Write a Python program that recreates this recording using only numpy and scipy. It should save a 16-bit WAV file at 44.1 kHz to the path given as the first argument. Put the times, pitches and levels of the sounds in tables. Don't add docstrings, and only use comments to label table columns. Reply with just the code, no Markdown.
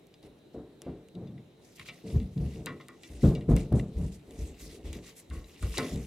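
import sys
import numpy as np
from scipy import signal
from scipy.fft import rfft, irfft
from scipy.io import wavfile
from scipy.ndimage import uniform_filter1d

SR = 44100
rng = np.random.default_rng(int(sys.argv[2]) if len(sys.argv) > 2 else 0)


def generate_wav(sig):
    pcm = np.round(np.clip(np.atleast_2d(sig).T, -1, 1) * 32767).astype(np.int16)
    wavfile.write(sys.argv[1], SR, pcm)


N = 267422


def gain_of(db):
    return 10 ** (np.asarray(db) / 20)


def evened(x):
    return x / np.sqrt(np.mean(x ** 2) + 1e-20)


def steadied(x, size):
    power = uniform_filter1d(uniform_filter1d(x ** 2, size), size)
    return x / np.sqrt(power + 1e-20)


def read(points, hz):
    f, value = np.transpose(points)
    return np.interp(np.log(hz + 1), np.log(f + 1), value)


def add(mix, s, sound):
    part = mix[:, round(s * SR):][:, :sound.shape[1]]
    part += sound[:, :part.shape[1]]


def resonate(x, hz, width_hz):
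    return signal.lfilter(*signal.iirpeak(hz, hz / max(width_hz, 1), SR), x)


def patches(hz, t, bins, frames):
    field = rng.standard_normal((len(t), len(hz))).T
    return evened(uniform_filter1d(uniform_filter1d(field, bins, 0), frames, 1))


# (frequency [Hz], correlation [-1 to 1])
LIKENESS = [(60, 0.027), (180, 0.66), (550, 0.53), (1650, 0.3), (4970, 0.46), (15000, 0.58)]


def noise(field_db, size):
    frames, hz = 4 * N // size + 5, np.fft.rfftfreq(size, 1 / SR)[:, None]
    a, b, c, d = rng.standard_normal((frames, len(hz), 4)).T
    same = np.clip(read(LIKENESS, hz), -1, 1)
    left = a + 1j * b
    right = same * left + np.sqrt(1 - same ** 2) * (c + 1j * d)
    spectrum = np.array([left, right]) * gain_of(field_db(hz, np.arange(frames) * size / 4 / SR))
    return signal.istft(spectrum, nperseg=size, noverlap=3 * size // 4)[1][:, :N]


def flat_noise_rms(size):
    return np.sqrt(size / 3)


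# (frequency [Hz], relative density [dB])
ROOM_SPECTRUM = [(25, -14), (200, -17), (320, -5), (714, -16), (1130, -26), (3430, -27), (3920, -22),
                 (4610, -35), (12500, -39), (16000, -44)]
ROOM_DB = -62
HISS_HZ, HISS_WIDTH_HZ, HISS_DB = 3830, 180, -94


def room():
    def field_db(hz, t):
        return read(ROOM_SPECTRUM, hz) + 1.8 * patches(hz, t, bins=10, frames=12)
    air = noise(field_db, size=1024)
    hiss = resonate(rng.standard_normal((2, N)), HISS_HZ, HISS_WIDTH_HZ)
    return gain_of(ROOM_DB) * evened(air) + gain_of(HISS_DB) * evened(hiss)


# (time [s], length [s], level [dB], brightness [0-1])
STROKES = [(0.216, 0.076, -69.5, 0.1), (0.38, 0.019, -76, 0.5), (0.529, 0.034, -70.5, 0.5),
           (1.609, 0.19, -64, 0.98), (1.753, 0.024, -57, 1), (1.769, 0.081, -59, 0), (1.848, 0.051, -54, 0),
           (1.9, 0.13, -62, 0), (2.031, 0.19, -59.5, 0.37), (2.347, 0.31, -63, 0.64),
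           (2.996, 0.26, -62, 0.54), (3.194, 0.14, -53.5, 0.72), (3.487, 0.06, -54, 0.8),
           (3.545, 0.095, -53.5, 0.63), (3.739, 0.094, -58, 0.9), (3.944, 0.19, -63, 0.78),
           (4.111, 0.061, -59, 0.9), (4.283, 0.11, -66.5, 0), (4.356, 0.17, -58.5, 0.82),
           (4.526, 0.087, -65, 0), (4.579, 0.11, -53, 0.84), (4.679, 0.11, -56.5, 0.8),
           (4.835, 0.095, -59.5, 0.44), (4.914, 0.085, -55.5, 0.23), (5.012, 0.13, -59, 0.23),
           (5.053, 0.062, -56, 0.9), (5.153, 0.066, -53, 1), (5.315, 0.11, -59.5, 0.8),
           (5.426, 0.24, -62, 0.35), (5.592, 0.18, -54, 0.72), (5.705, 0.24, -48, 0.36),
           (5.875, 0.25, -58, 0.68)]
# (time [s], level [dB])
RESTING_TOUCH = (2, -72.5)


def strokes(t):
    touch_s, touch_db = RESTING_TOUCH
    power = gain_of(touch_db) ** 2 * (t > touch_s) + 1e-12
    shine = 0.51 * power
    for s, length_s, db, bright in STROKES:
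        u = (t - s) / length_s
        slope_db = -82 * np.maximum(.2 - u, 0) - 36 * np.maximum(u - .7, 0)
        stroke = gain_of(db + slope_db) ** 2
        power = power + stroke
        shine = shine + np.clip(bright, 0, 1) * stroke
    return power, shine


# (frequency [Hz], relative density [dB])
DULL_SPECTRUM = [(600, -30), (1050, -9), (1550, -13), (2200, -1), (4000, -4), (8600, -10), (13400, -15),
                 (16000, -26)]
# (frequency [Hz], relative density [dB])
BRIGHT_SPECTRUM = [(600, -35), (1500, -15), (2100, -3), (3200, -6), (7200, -1), (10000, -5), (13400, -10),
                   (16000, -24)]


def rubbing():
    def field_db(hz, t):
        power, shine = strokes(t)
        bright = shine / power
        colour_db = (1 - bright) * read(DULL_SPECTRUM, hz) + bright * read(BRIGHT_SPECTRUM, hz)
        colour_power = gain_of(colour_db) ** 2
        flicker = evened(uniform_filter1d(rng.standard_normal(len(t)), 3))
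        level_db = 10 * np.log10(power * colour_power / colour_power.mean(0))
        return level_db + 1.4 * flicker + 2.56 * patches(hz, t, bins=16, frames=40)
    return noise(field_db, size=256) / flat_noise_rms(size=256)


# (frequency [Hz], relative level [dB], free t60 [s])
VALVE_MODES = [(1052, 8, .2), (1094, 11, .2), (1200, 6, .15), (1290, 4, .14), (1420, 2, .11),
               (1870, 4, .12), (1940, 8, .15), (2015, 9, .13), (2100, 5, .12), (2310, 7, .09),
               (2750, 10, .1), (3480, 7, .08), (3840, 9, .08), (4830, 5, .07)]
CATCHES_PER_S, CATCH_SPREAD_DB = 1000, 3.5
SCRATCH_DB = -2
SCRATCH_HZ, SCRATCH_DB_PER_OCTAVE = 2700, -11


def scratching():
    coarse = np.arange(0, N, 64)
    power, shine = (np.interp(np.arange(N), coarse, p) for p in strokes(coarse / SR))
    strength = gain_of(CATCH_SPREAD_DB * np.minimum(rng.exponential(1, N), 4))
    catches = strength * (rng.random(N) < CATCHES_PER_S / SR)
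    mode = rng.integers(0, len(VALVE_MODES), N)
    rings = np.zeros(N)
    for k, (f, db, t60_s) in enumerate(VALVE_MODES):
        gain = gain_of(db + SCRATCH_DB_PER_OCTAVE * abs(np.log2(f / SCRATCH_HZ))) * np.sqrt(t60_s)
        rings += gain * resonate(catches * (mode == k), f, 22 / t60_s)
    return gain_of(SCRATCH_DB) * evened(rings) * np.sqrt(abs(power - shine))


# (frequency [Hz], relative level [dB])
CRACK_SPECTRUM = [(900, -22), (1800, -11), (3500, -8), (5500, -6), (8000, 0), (11000, -2), (13500, -8),
                  (16000, -20)]
BLOW_S, RATTLE_DB, RATTLE_LUMPS_DB = .003, -5, 2
GRIP_T60_S, GRIP_PER_RATTLE = .025, 6.5
SPLIT, SPLIT_DB = .011, 2.5
BLUR_DB = -9
KNOCK_DB, KNOCK_S = -6.5, 0.023
KNOCK_WIDTH_HZ = 1.74 / 0.41


def tick(tick_db, ring_db, ring_hz, rattle_s, chance):
    t = np.arange(SR // 4) / SR
    hz = np.fft.rfftfreq(len(t), 1 / SR)
    grit = chance.standard_normal((3, len(t)))
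    grit = grit[0] + 0.33 * grit[1:]

    crack = irfft(rfft(grit) * gain_of(read(CRACK_SPECTRUM, hz)), len(t))
    crack = crack * (gain_of(-60 * t / 0.003) + gain_of(-22 - 60 * t / 0.04))

    lumps_db = RATTLE_LUMPS_DB * evened(uniform_filter1d(chance.standard_normal(len(t)), size=90))
    tail = gain_of(RATTLE_DB + lumps_db) * np.exp(-t / max(rattle_s, .001))
    rattle = grit * (np.exp(-t / BLOW_S) + tail)

    band = resonate(resonate(rattle, ring_hz, .9 * ring_hz), ring_hz, .9 * ring_hz)
    ring = gain_of(BLUR_DB) * band
    for f, db, t60_s in VALVE_MODES:
        held_t60_s = min(t60_s, GRIP_T60_S + GRIP_PER_RATTLE * rattle_s)
        for split, luck in chance.standard_normal((3, 2)):
            gain = gain_of(db + SPLIT_DB * luck) * np.sqrt(held_t60_s)
            ring = ring + gain * resonate(band, f * (1 + SPLIT * split), 2.2 / held_t60_s)

    tank_modes = WALL_MODES[1:] + SHELL_MODES[:-1]
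    knock = sum(gain_of(db) * resonate(rattle[0], f, KNOCK_WIDTH_HZ) for f, _, db in tank_modes)
    knock = gain_of(KNOCK_DB) * rattle_s / KNOCK_S * knock / abs(knock).max()
    knock = knock * np.cos(2 * np.pi * t) ** 2
    return gain_of(tick_db) * crack / abs(crack).max() + gain_of(ring_db) * (ring / abs(ring).max() + knock)


# (time [s], crack level [dB], ring level [dB], ring centre [Hz], rattle time constant [s])
CONTACTS = [(.0692, -45, -74, 1690, 0.008), (0.141, -66, -45, 3680, 0.0048), (0.229, -50, -50, 3850, 0.014),
            (0.819, -31.5, -55.5, 2330, 0.18), (1.086, -45.5, -57, 3030, 0.003),
            (1.1524, -51, -48.5, 3470, 0.004), (1.272, -74, -52, 3180, 0.023),
            (1.378, -67, -52.5, 2170, 0.022), (1.7958, -37, -34, 2320, 0.0021),
            (1.813, -55, -42, 2060, 0.002), (1.8866, -43, -31.5, 2730, 0.017),
            (2.101, -58, -45.5, 3430, 0.0073), (2.2, -52, -46, 2820, 0.022),
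            (2.377, -60, -47.5, 3600, 0.0062), (2.66, -21, -36, 3800, 0.016),
            (2.668, -62, -29.5, 1510, 0.029), (2.8, -55, -43.5, 1540, 0.02), (2.811, -78, -44, 3430, 0.018),
            (2.8845, -32.5, -43, 2450, 0.00094), (2.89, -70, -42.5, 1450, 0.031),
            (3.034, -40, -40.5, 3000, 0.017), (3.351, -36, -36.5, 3460, 0.017),
            (3.409, -48, -45.5, 2660, 0.019), (3.565, -23.5, -35, 2180, 0.015),
            (3.726, -39.5, -53, 4200, 0.0056), (3.7966, -58, -33, 2350, 0.0029),
            (4.309, -40, -56, 3450, 0.011), (4.93, -32, -40.5, 3300, 0.022), (5.301, -43, -48, 3800, 0.003),
            (5.309, -70, -45.5, 1370, 0.051), (5.443, -55, -47.5, 3900, 0.0062),
            (5.6272, -31.5, -37.5, 1450, 0.046), (5.741, -33, -39, 1350, 0.0087),
            (5.773, -44, -23, 3470, 0.002), (5.7813, -14.5, -23, 4270, 0.012),
            (5.7842, -60, -23.5, 1600, 0.04), (5.959, -35, -42.5, 4030, 0.0039)]


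def ticks():
    out = np.zeros((2, N))
    for (s, *row), chance in zip(CONTACTS, rng.spawn(len(CONTACTS))):
        add(out, s, tick(*row, chance) * gain_of([[.5], [-.5]]))
    return out


# (time [s], hold [s], deep sway [dB], wall drumming [dB], shell rattle [dB])
TANK_SHOVES = [(0.236, 0.033, -57, -60, -52), (0.543, 0.049, -51, -49, -41.5),
               (0.862, 0.033, -44, -40.5, -38.5), (1.148, 0.089, -58, -41, -46.5),
               (1.258, 0.12, -79, -44, -56.5), (1.79, 0.02, -56, -55.5, -74),
               (2.04, 0.084, -58, -41.5, -44.5), (2.141, 0.016, -20.5, -23.5, -39.5),
               (2.364, 0.0073, -57, -26.5, -43.5), (2.397, 0.068, -31.5, -34, -45),
               (2.554, 0.055, -47, -41.5, -46.5), (2.65, 0.1, -72, -47, -46.5),
               (3.098, 0.13, -43, -54.5, -52), (3.234, 0.013, -17, -14, -22.5),
               (3.487, 0.035, -16.5, -18.5, -26.5), (3.719, 0.03, -24.5, -20, -30.5),
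               (3.952, 0.016, -27.5, -74.5, -49), (3.977, 0.079, -33, -32.5, -45),
               (4.277, 0.24, -52, -59, -50.5), (4.385, 0.033, -30, -44, -50.5),
               (4.609, 0.082, -46, -53.5, -52.5), (4.726, 0.078, -56, -59, -51),
               (4.841, 0.073, -36.5, -52, -47), (4.952, 0.015, -49, -43, -45.5),
               (5.302, 0.071, -35, -51, -50.5), (5.621, 0.039, -25, -41, -45.5),
               (5.77, 0.09, -62, -43, -37.5), (5.918, 0.067, -34, -34, -42.5)]
# (frequency [Hz], nominal width [Hz], relative level [dB])
SWAY_MODES = [(48.8, 24.3, -5.5), (62.7, 16, 1.5), (80, 20, -22)]
# (frequency [Hz], nominal width [Hz], relative level [dB])
WALL_MODES = [(101, 24, -2), (143, 17, 0), (176, 19, 1), (215, 38.5, -3.5)]
# (frequency [Hz], nominal width [Hz], relative level [dB])
SHELL_MODES = [(254.7, 49, 1), (336, 57, 1), (404.2, 13, -4.5), (441.8, 10.3, -1.5), (503.6, 41, -7),
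               (595, 32, -11), (695, 46, -10.5), (767, 376, -13.5)]
# (sway [dB], drumming [dB], rattle [dB])
RESTLESS_DB = (-74, -64, -64.5)
# (sway t60 [s], drumming t60 [s], rattle t60 [s])
DECAY_T60_S = (0.39, 0.51, 0.6)
LET_GO_S, LET_GO_DB = 0.041, -4.5


def tank():
    t, out = np.arange(N) / SR, np.zeros(N)
    power = gain_of(RESTLESS_DB)[:, None] ** 2 * np.ones(N)
    for s, hold_s, *db in TANK_SHOVES:
        after_s = np.maximum(t - s - hold_s, 0)
        drop_db = LET_GO_DB * (1 - np.exp(-after_s / LET_GO_S))
        decay_db = drop_db - 60 * after_s / np.array(DECAY_T60_S)[:, None]
        power += (gain_of(db)[:, None] * (t >= s) * gain_of(decay_db)) ** 2

    groups = (SWAY_MODES, WALL_MODES, SHELL_MODES)
    rises_s, lumps_s, lows_hz = (.03, .014, .006), (.055, .035, .02), (34, 75, 190)
    for modes, force, rise_s, lump_s, low_hz in zip(groups, power, rises_s, lumps_s, lows_hz):
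        push = rng.standard_normal(N)
        body = np.zeros(N)
        for k, (f, w, db) in enumerate(modes):
            mode = resonate(resonate(push, f, 1.88 * w), f, 1.88 * w)
            body += (-1) ** k * gain_of(db) / np.sqrt(w) * mode
        envelope = uniform_filter1d(np.sqrt(force), round(rise_s * SR))
        shaken = steadied(body, round(lump_s * SR)) * envelope
        out += signal.sosfilt(signal.butter(4, low_hz, "high", fs=SR, output="sos"), shaken)
    return out * gain_of([[.4], [-.4]])


def scene():
    return tank() + rubbing() + scratching() + room() + ticks()


EDGE_HZ = 16200


def record(dry):
    ports = np.array([np.roll(dry[0], shift=1), dry[1]])
    ports = signal.lfilter(*signal.butter(1, 40, "high", fs=SR), ports)
    low_pass = signal.firwin(511, EDGE_HZ, window=("kaiser", 9), fs=SR)
    return signal.oaconvolve(ports, low_pass[None], "same")


dry = scene()
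out = record(dry)
generate_wav(out)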